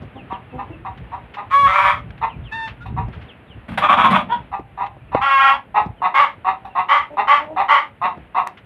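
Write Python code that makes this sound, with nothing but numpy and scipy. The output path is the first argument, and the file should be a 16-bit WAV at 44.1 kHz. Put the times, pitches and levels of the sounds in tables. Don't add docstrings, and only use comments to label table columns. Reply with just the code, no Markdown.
import sys
import numpy as np
from scipy import signal
from scipy.fft import rfft, irfft, next_fast_len
from scipy.io import wavfile
from scipy.ndimage import uniform_filter1d, minimum_filter1d, map_coordinates

SR = 44100
rng = np.random.default_rng(int(sys.argv[2]) if len(sys.argv) > 2 else 0)


def output_pcm(signal):
    pcm = np.clip(np.atleast_2d(signal).T, -1, 1) * 32767
    wavfile.write(sys.argv[1], SR, np.round(pcm).astype(np.int16))


def gain_from_db(level_db):
    decades = np.asarray(level_db, float) / 20
    return 10 ** decades


N = 381465


def unit(x):
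    return x / np.sqrt(np.mean(x ** 2) + 1e-20)


def along(points, hz):
    f, v = np.transpose(points)
    return np.interp(np.log(hz + 1), np.log(f + 1), v)


def wobble(rate, size):
    points = rng.standard_normal(int(size * rate / SR) + 4)
    return map_coordinates(points, [np.arange(size) * rate / SR])


def coloured(x, spectrum):
    m = 2 * next_fast_len(len(x) // 2 + 2048)
    gain = gain_from_db(along(spectrum, np.fft.rfftfreq(m, 1 / SR)))
    cepstrum = irfft(np.log(gain + 1e-6), m)
    cepstrum[1:m // 2] *= 2
    cepstrum[m // 2 + 1:] = 0
    return irfft(rfft(x, m) * np.exp(rfft(cepstrum)), m)[:len(x)]


def noise(size, spectrum):
    return coloured(rng.standard_normal(size), spectrum)


def add(track, start, x):
    track[start:start + len(x)] += x[:len(track) - start]


def spans(calls):
    for rows in calls:
        s, *columns = np.transpose(rows)
        t = np.arange(round(s[0] * SR), round(s[-1] * SR)) / SR
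        yield round(s[0] * SR), [np.interp(t, s, c) for c in columns]


def resonance(x, hz, width_hz, lift_db):
    f, t, z = signal.stft(x, SR, nperseg=512, noverlap=384)
    centre = np.interp(t * SR, np.arange(len(x)), hz)
    lift = gain_from_db(lift_db * np.exp(-((f[:, None] - centre) / width_hz) ** 2))
    return signal.istft(z * lift, SR, nperseg=512, noverlap=384)[1][:len(x)]


def voice(calls, throat, throb, jitter, flutter_db, lift_db):
    out = np.zeros(N)
    for start, (db, hz, uneven, rough, beak_db, mouth_hz) in spans(calls):
        n = len(db)
        uneven, rough = np.clip(uneven, 0, 2.5), np.clip(rough, 0, 1)
        rough = np.maximum(rough, np.clip((db.max() - db - 5.5) / 22, 0, 0.8))
        shaky_hz = hz * (1 + jitter * rough * wobble(120, n) + 0.0031 * wobble(25, n))
        turn = 2 * np.pi * np.cumsum(shaky_hz) / SR
        swing = throb * turn + rng.uniform(0, 2 * np.pi)

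        overtone = np.arange(1, 7200 // hz.max())[:, None]
        phase = overtone * (2 * turn + 0.62 * uneven * np.sin(swing))
        buzz = np.cos(phase + rng.uniform(0, 3.46, overtone.shape)).sum(0)
        buzz = buzz * (1 + 0.45 * uneven * np.cos(swing))
        hiss = rng.standard_normal(n) * (1 + 0.83 * np.cos(2 * turn)) * (1 + 0.5 * np.cos(swing))

        tone = unit(resonance(coloured(buzz, throat), mouth_hz, 150, lift_db))
        breath = unit(resonance(coloured(hiss, throat), mouth_hz, 150, lift_db))
        flutter = gain_from_db(flutter_db * rough * np.tanh(wobble(59, n)))
        sound = (np.sqrt(1 - rough) * tone + np.sqrt(rough) * breath) * flutter
        bright = coloured(sound, [(1200, -43.5), (1900, -1.5), (5000, 2.5)])
        ends = np.minimum(1, np.minimum(np.arange(n), n - np.arange(n)) / 70)
        add(out, start, gain_from_db(db) * ends * (sound + (gain_from_db(beak_db) - 1) * bright))
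    return out


def by_rule(rows, jump_s, onset_db, jump_db, hold_s, sag_db, release_s, end_db, climb, sink,
            uneven, rough, beak_db, peak_beak_db, beak_per_db):
    for s, rise, db, hz, mouth_hz in rows:
        jump = min(jump_s, rise / 2)
        times = s + np.cumsum([0, jump, rise - jump, hold_s, release_s])
        levels = [onset_db, jump_db, 0, sag_db, end_db]
        lows = [climb, climb, 0, sink / 2, sink]
        top_db = peak_beak_db + beak_per_db * (db + 18.5)
        beaks = [beak_db, beak_db, top_db, top_db, beak_db]
        yield [(t, db + under, hz * (1 - low), uneven, rough, beak, mouth_hz)
               for t, under, low, beak in zip(times, levels, lows, beaks)]


def held(calls, rasp, beak_db, narrows_db):
    return [[(s, db, hz, strain, rasp * strain, beak_db - narrows_db * strain, mouth_hz)
             for s, db, hz, strain, mouth_hz in rows] for rows in calls]


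def air():
    # time_s, rumble_db
    wind = [(0, -41), (1.5, -44.5), (2.2, -33.5), (2.5, -43), (3.2, -37), (3.4, -51), (3.9, -42.5),
            (5, -46), (5.4, -53), (8.65, -51)]
    # middle_s, lift_db, half_length_s
    gusts = [(.01, 3.5, 0.08), (.65, 7, 0.18), (1.015, 13.5, 0.064), (1.573, 8.5, 0.17), (2.414, 11, 0.08),
             (2.943, 14, .15), (3.225, 2, .05), (3.43, 9.5, 0.055), (3.72, 3, .06), (4.038, 7, 0.19),
             (5.164, 16.5, 0.15), (5.704, 14, 0.062), (5.875, 12.5, 0.092), (7.37, 6.5, 0.097),
             (7.61, 5, .08)]
    # frequency_hz, gain_db
    rumble_colour = [(15, -51.5), (25, -34), (47, 2.5), (75, 0), (118, 1.5), (177, -7.5), (385, -22.5),
                     (450, -21.5), (580, -59), (990, -120)]
    # time_s, level_db
    yard = [(0, -44.5), (3.6, -45.5), (4.4, -44.5), (4.65, -54), (5.1, -51), (5.7, -49), (7, -49.5),
            (8.65, -48.5)]
    # frequency_hz, gain_db
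    hush_colour = [(120, -10), (200, 2), (339, -4), (668, -4.5), (1100, -10), (1200, -9), (1740, -10),
                   (2670, -13), (3290, -19.5), (5500, -51), (7150, -82), (12100, -120)]
    # frequency_hz, gain_db
    hiss_colour = [(3000, -14), (6000, -10), (10500, 3.5), (14000, -8.5), (15700, -4.5)]
    t = np.arange(N) / SR
    gusts_db = sum(db * np.clip(1 - np.abs(t - s) / half, 0, 1) for s, db, half in gusts)
    wind_db = np.interp(t, *np.transpose(wind)) + gusts_db
    lumps = gain_from_db(wind_db + 1.7 * wobble(14, N) + 5.2 * wobble(30, N))
    rumble = coloured(lumps * rng.standard_normal(N), rumble_colour) / np.std(noise(N, rumble_colour))
    hush = unit(gain_from_db(1.5 * wobble(7, N)) * noise(N, hush_colour))
    hiss = gain_from_db(-78.5) * unit(noise(N, hiss_colour))
    return rumble + gain_from_db(np.interp(t, *np.transpose(yard))) * hush + hiss


def knocks():
    # start_s, level_db (ring, before it dies), first_pitch_hz, time_to_fall_60_db_s
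    hits = [(0.017, -25, 101, 0.12), (0.327, -19.5, 274, 0.018), (3.083, -17.5, 123, 0.03),
            (4.593, -26.5, 304, 0.051), (4.966, -35.5, 332, 0.039), (5.148, -4, 504, 0.024),
            (5.688, -38, 103.4, 0.033), (5.858, -20.5, 113, 0.05), (6.004, -40, 373, 0.046),
            (6.38, -39, 295, 0.031), (8.173, -24, 156, 0.031)]
    sag_s = 0.03
    out, t = np.zeros(N), np.arange(SR // 5) / SR
    for s, db, hz, t60 in hits:
        puff = unit(noise(len(t), [(hz / 5, -9), (hz, 0), (3 * hz, -12), (5000, -55), (15000, -90)]))
        ring = np.sin(2 * np.pi * hz * sag_s * (1 - np.exp(-t / sag_s)))
        fade = gain_from_db(db - 60 * t / t60) * (1 - np.exp(-t * hz * 3))
        add(out, round(s * SR), fade * (ring + 1.7 * puff))
    return out


def murmurs():
    # start_s, rise_to_peak_s, peak_level_db, half_pitch_hz, mouth_resonance_hz
    calls = [(.15, 0.013, -32.5, 133.5, 301), (.525, 0.025, -33, 127.5, 342),
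             (.695, 0.011, -33.5, 167.3, 376), (7.1, 0.033, -36, 150, 576), (7.38, 0.056, -34, 151, 660),
             (7.46, 0.069, -33.5, 157.7, 606)]
    shape = dict(jump_s=0.0062, onset_db=-15.5, jump_db=-4, hold_s=0.024, sag_db=-6, release_s=0.011, end_db=-24.5, climb=0.038, sink=.01, uneven=.1, rough=0.21, beak_db=-2.5, peak_beak_db=-13, beak_per_db=-1.7)
    # frequency_hz, gain_db
    throat = [(150, -14.5), (280, 5), (600, 2), (900, 7.5), (1500, -30), (4000, -60.5)]
    return voice(by_rule(calls, **shape), throat, throb=1, jitter=0.051, flutter_db=3, lift_db=12)


def sparrows():
    # start_s, length_s, first_pitch_hz, last_pitch_hz, level_db (before a random wobble)
    whistles = [(0.153, 0.069, 3800, 2470, -42.5), (0.319, 0.047, 3900, 2680, -39.5),
                (0.494, 0.056, 2760, 2560, -48), (0.703, 0.065, 3000, 2550, -46),
                (2.289, 0.067, 3400, 2340, -41), (2.435, 0.081, 3830, 2390, -42.5),
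                (3.281, 0.049, 3840, 2550, -41.5), (3.469, .085, 3990, 2660, -50),
                (4.974, 0.048, 3100, 2310, -55), (5.075, .035, 3030, 2420, -56),
                (5.962, 0.07, 3350, 2790, -55), (6.676, .07, 3050, 2610, -53.5)]
    out = np.zeros(N)
    for s, length, first_hz, last_hz, db in whistles:
        u = np.linspace(0, 1, round(length * SR))
        hz = last_hz + (first_hz - last_hz) * (1 - u) ** 1.7
        swell = gain_from_db(db + 3.3 * wobble(60, len(u))) * np.sin(np.pi * u ** 1.44) ** 0.61
        add(out, round(s * SR), swell * np.sin(2 * np.pi * np.cumsum(hz) / SR))
    return out


def clucks():
    # start_s, rise_to_peak_s, peak_level_db, half_pitch_hz, mouth_resonance_hz
    calls = [(0.3, 0.023, -22.5, 192.3, 960), (0.58, 0.017, -22.5, 202.8, 935),
             (0.847, 0.018, -22.5, 193.4, 956), (1.115, 0.028, -24.5, 191.1, 960),
             (1.368, 0.022, -20.5, 205.6, 960), (2.211, 0.029, -14, 225.2, 1010),
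             (2.855, 0.006, -31, 195.2, 770), (2.965, 0.023, -20.5, 194, 945),
             (4.515, 0.028, -21, 198.7, 830), (4.773, 0.055, -19, 202.7, 950),
             (5.117, 0.054, -17, 202.8, 940), (5.743, 0.039, -9.5, 213.6, 836),
             (6.017, 0.043, -12, 188.5, 980), (6.445, 0.0465, -13, 190, 1150),
             (6.645, 0.0074, -29.5, 194.3, 767), (6.75, 0.045, -12.5, 183.8, 1040),
             (7.169, 0.031, -10.5, 208, 897), (7.562, 0.045, -10.5, 195.9, 830),
             (8.015, 0.043, -11, 182.2, 1154), (8.345, 0.042, -11.5, 184.5, 1110),
             (8.462, .012, -17.5, 189.9, 1095)]
    shape = dict(jump_s=0.0058, onset_db=-14.5, jump_db=-9, hold_s=0.027, sag_db=-10, release_s=0.068, end_db=-34, climb=0.0422, sink=.02, uneven=0.48, rough=0.35, beak_db=3, peak_beak_db=-12, beak_per_db=-2)
    # frequency_hz, gain_db
    throat = [(88, -77), (150, -21), (362, -28.5), (593, -19), (753, -6), (991, -0.5), (1110, -5),
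              (1220, -6.5), (1520, -25), (1800, -19), (2000, -19), (2280, -31), (2560, -23.5), (2760, -27),
              (3180, -47), (3650, -33), (4050, -42), (4900, -63), (5700, -57), (6550, -75), (12000, -62),
              (15600, -105), (22000, -120)]
    return voice(by_rule(calls, **shape), throat, throb=0.95, jitter=0.051, flutter_db=2.2, lift_db=4.4)


def scuffs():
    # start_s, level_db (lowered by 10 dB below), time_to_fall_60_db_s
    bursts = [(0.9735, -24, 0.061), (1.338, -19, 0.12), (2.105, -11.5, 0.019), (2.176, -24.5, 0.057),
              (2.6728, -16.5, 0.14), (3.1257, -28.5, 0.21), (3.212, -30.5, 0.16), (4.8625, -14.5, 0.039),
              (5.1446, -12.5, 0.035), (8.571, -23.5, 0.085)]
    # frequency_hz, gain_db
    grit = [(300, -9.5), (1500, 9), (3000, 5), (5000, -17.5), (9000, -39.5), (15500, -39.5)]
    out, t = np.zeros(N), np.arange(SR // 5) / SR
    for s, db, t60 in bursts:
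        fade = gain_from_db(db - 10 - 60 * t / t60) * (1 - np.exp(-t / 0.0053))
        add(out, round(s * SR), fade * unit(noise(len(t), grit)))
    return out


def cries():
    # time_s, level_db, half_pitch_hz, strain, mouth_resonance_hz
    rasping = [(1.5, -42, 278.4, .3, 1133), (1.512, -20.5, 267, 1.2, 1176), (1.545, -12, 279.7, .12, 1225),
               (1.598, -14.5, 282.4, 0.044, 1120), (1.662, -12.5, 275.5, 0.035, 1120),
               (1.68, -13.5, 284.1, 1.66, 1250), (1.768, -11, 288, 1.93, 1340),
               (1.904, -10, 291.9, 2.2, 1303), (1.935, -18, 293, 2.7, 1260), (2.02, -42, 299, 1.5, 1214)]
    # time_s, level_db, half_pitch_hz, strain, mouth_resonance_hz
    second = [(5.21, -37, 263.4, 1.2, 1076), (5.222, -16.5, 261.8, 1.05, 1067),
              (5.236, -14, 276.2, 1.2, 1080), (5.258, -14.5, 276.2, 0.87, 1340),
              (5.364, -12, 272.1, 0.07, 1213), (5.426, -11, 273, 0.72, 1420), (5.5, -10, 271.7, 1, 1290),
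              (5.542, -18.5, 279, 0.98, 910), (5.63, -50.5, 278, 0.8, 984)]
    # frequency_hz, gain_db
    gaping = [(210, -89), (350, -43.5), (473, -61.5), (572, -12), (761, -16.5), (1150, 6.5), (1510, -11.5),
              (2270, -5), (2720, -22), (3380, -19), (3900, -33), (4950, -45), (13200, -59.5),
              (15500, -85.5)]
    # frequency_hz, gain_db
    wide = [(150, -70.5), (250, -12.5), (366, -46), (755, -2.5), (1010, 0), (1410, -5), (1990, -9),
            (3330, -17), (3760, -35), (4320, -35), (6420, -49.5), (10600, -53.5), (15500, -84)]
    first_call = held([rasping], rasp=0.16, beak_db=3.8, narrows_db=0.99)
    second_call = held([second], rasp=0.12, beak_db=-1.2, narrows_db=0.091)
    return (voice(first_call, gaping, throb=0.67, jitter=0.03, flutter_db=3.7, lift_db=2.5)
            + voice(second_call, wide, throb=0.96, jitter=0.043, flutter_db=11, lift_db=9))


def squeals():
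    # time_s, level_db, half_pitch_hz, strain, mouth_resonance_hz
    calls = [
        [(2.512, -45, 436, 0.2, 1800), (2.526, -26, 436.6, 0.22, 1780), (2.55, -27.5, 457, 0.08, 1730),
         (2.656, -26.5, 446.2, 0, 1630), (2.7, -43.5, 440, 0.3, 1770)],
        [(2.805, -46, 347, 0, 1430), (2.826, -36, 354, 0.4, 1450), (2.85, -54, 368, 0, 1430)],
    ]
    # frequency_hz, gain_db
    throat = [(350, -74), (600, -73), (879, -6.5), (1070, -8), (1840, -16), (2180, -25), (2660, -8),
              (3040, -44), (3650, -14), (4060, -31), (5420, -42), (11800, -60), (14000, -89)]
    strained = held(calls, rasp=0.52, beak_db=3, narrows_db=0.092)
    return voice(strained, throat, throb=0.64, jitter=0.02, flutter_db=3, lift_db=14.8)


def wings():
    # start_s, push_level_db, feather_rush_level_db (both before they die away)
    beats = [(3.681, -24, -31), (3.715, -20, -28), (3.774, -23, -16.5), (3.806, -22, -26.5),
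             (3.888, -19, -23.5), (3.968, -17, -22.5), (4.034, -13.5, -21.5), (4.1, -8.5, -15),
             (4.15, -19, -19.5), (4.199, -34.5, -35), (4.356, -30.5, -51)]
    # frequency_hz, gain_db
    feathers = [(200, -38), (600, 5), (2000, -1.5), (3500, -9.5), (5000, -30.5), (6500, -38),
                (10000, -29.5), (12500, -38.5), (15500, -49)]
    out, t = np.zeros(N), np.arange(SR // 5) / SR
    for s, push_db, rush_db in beats:
        push = unit(noise(len(t), [(80, -14.5), (190, 11.5), (280, 3.5), (500, -34.5), (3000, -89.5)]))
        rush = unit(noise(len(t), feathers)) * gain_from_db(3 * wobble(70, len(t)))
        add(out, round(s * SR), gain_from_db(push_db - 60 * t / 0.13) * (1 - np.exp(-t / 0.0077)) ** 2 * push)
        add(out, round(s * SR), gain_from_db(rush_db - 60 * t / 0.16) * (1 - np.exp(-t / 0.004)) * rush)
    return out


def squawks():
    # start_s, rise_to_peak_s, peak_level_db, half_pitch_hz, mouth_resonance_hz
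    calls = [(3.815, 0.026, -8.5, 309, 1080), (3.885, .035, -5.5, 297.2, 1210),
             (3.968, 0.032, -7, 255.1, 1190), (4.03, .03, -6, 273.2, 1040),
             (4.12, .045, -10.5, 309.8, 1050)]
    shape = dict(jump_s=0.011, onset_db=-14, jump_db=-5.5, hold_s=0.025, sag_db=-7, release_s=0.036, end_db=-24.5, climb=0.0791, sink=0.078, uneven=0.52, rough=0.4, beak_db=-2, peak_beak_db=0, beak_per_db=0.08)
    # frequency_hz, gain_db
    throat = [(180, -82.5), (300, -19.5), (454, -32.5), (676, -10), (818, -6.5), (1130, -3), (2000, -21),
              (2380, -13.5), (2880, -24.5), (3430, -18.5), (4360, -49.5), (9660, -59), (12500, -65),
              (15000, -97.5)]
    return voice(by_rule(calls, **shape), throat, throb=0.7, jitter=0.06, flutter_db=7.1, lift_db=4.5)


def yelp():
    # start_s, rise_to_peak_s, peak_level_db, half_pitch_hz, mouth_resonance_hz
    calls = [(4.288, 0.038, -15, 240, 893)]
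    shape = dict(jump_s=0.012, onset_db=-26, jump_db=-7.5, hold_s=0.044, sag_db=-16, release_s=0.067, end_db=-47.5, climb=0.0675, sink=0.012, uneven=0.053, rough=0.25, beak_db=-4, peak_beak_db=-1.4, beak_per_db=2.8)
    # frequency_hz, gain_db
    throat = [(240, -43), (400, -11.5), (599, -18.5), (970, 1.5), (1180, -19), (1420, -6.5), (2640, -24),
              (3430, -18), (3810, -38), (6410, -69), (9000, -63), (11700, -95), (19800, -120)]
    return voice(by_rule(calls, **shape), throat, throb=0.98, jitter=0.05, flutter_db=2.9, lift_db=6.4)


def cackles():
    # start_s, rise_to_peak_s, peak_level_db, half_pitch_hz, mouth_resonance_hz
    calls = [(6.14, 0.047, -7.5, 284.2, 1115), (6.884, 0.047, -8.5, 290.7, 1140),
             (7.272, 0.044, -7.5, 289.2, 1110), (7.682, 0.0477, -7.5, 284, 1130)]
    shape = dict(jump_s=.011, onset_db=-19, jump_db=-4.5, hold_s=0.051, sag_db=-5, release_s=0.11, end_db=-38, climb=0.0596, sink=.03, uneven=0.66, rough=0.34, beak_db=1, peak_beak_db=-1, beak_per_db=0.21)
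    # frequency_hz, gain_db
    throat = [(150, -78.5), (250, -31), (482, -32.5), (563, -20.5), (717, -20), (897, 3.5), (1030, -11.5),
              (1140, 2), (1610, -16), (1820, -12.5), (2050, -5.5), (2280, -11), (2550, -22.5),
              (2900, -16.5), (4550, -43), (12400, -72.5), (15500, -101)]
    return voice(by_rule(calls, **shape), throat, throb=1, jitter=0.0732, flutter_db=0.97, lift_db=0.68)


def click():
    # start_s, level_db (before the 0.5 dB cut and the sample sizes below)
    snaps = [(8.474, -16)]
    out = np.zeros(N)
    for s, db in snaps:
        add(out, round(s * SR), gain_from_db(db - 0.5) * np.array([0.2, 0.43, -0.3, -0.63, -0.71]))
    return out


def coop(x):
    # frequency_hz, time_to_fall_60_db_s
    decay = [(200, 0.62), (1000, 0.15), (4000, 0.19), (12000, 0.065)]
    hz, t, z = signal.stft(rng.standard_normal(SR // 2), SR, nperseg=256)
    tail = signal.istft(z * gain_from_db(-60 * t / along(decay, hz)[:, None]), SR, nperseg=256)[1]
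    late = np.pad(x, (250, 0))
    return signal.fftconvolve(late, tail / np.linalg.norm(tail))[:N]


def scene():
    cut_s = 8.4745
    hen = clucks() + cries() + squawks() + yelp() + cackles()
    birds = hen + murmurs() + sparrows() + squeals() + wings()
    birds = birds * (np.arange(N) < cut_s * SR)
    return (air() + knocks() + scuffs() + click() + birds + gain_from_db(-8.5) * coop(birds))[None]


def low_pass(x):
    return signal.sosfilt(signal.butter(12, 15820, fs=SR, output="sos"), x)


def record(dry):
    # frequency_hz, gain_db
    low_and_high_cut = [(20, -41.5), (38, -18), (55, -0.5), (15300, -1), (15900, -42.5)]
    x = coloured(dry[0], low_and_high_cut)
    needed = np.minimum(1, 0.93 / (np.abs(x) + 1e-9))
    gain = uniform_filter1d(minimum_filter1d(needed, size=441), size=221)
    return low_pass((x * gain)[None])


dry = scene()
out = record(dry)
output_pcm(out)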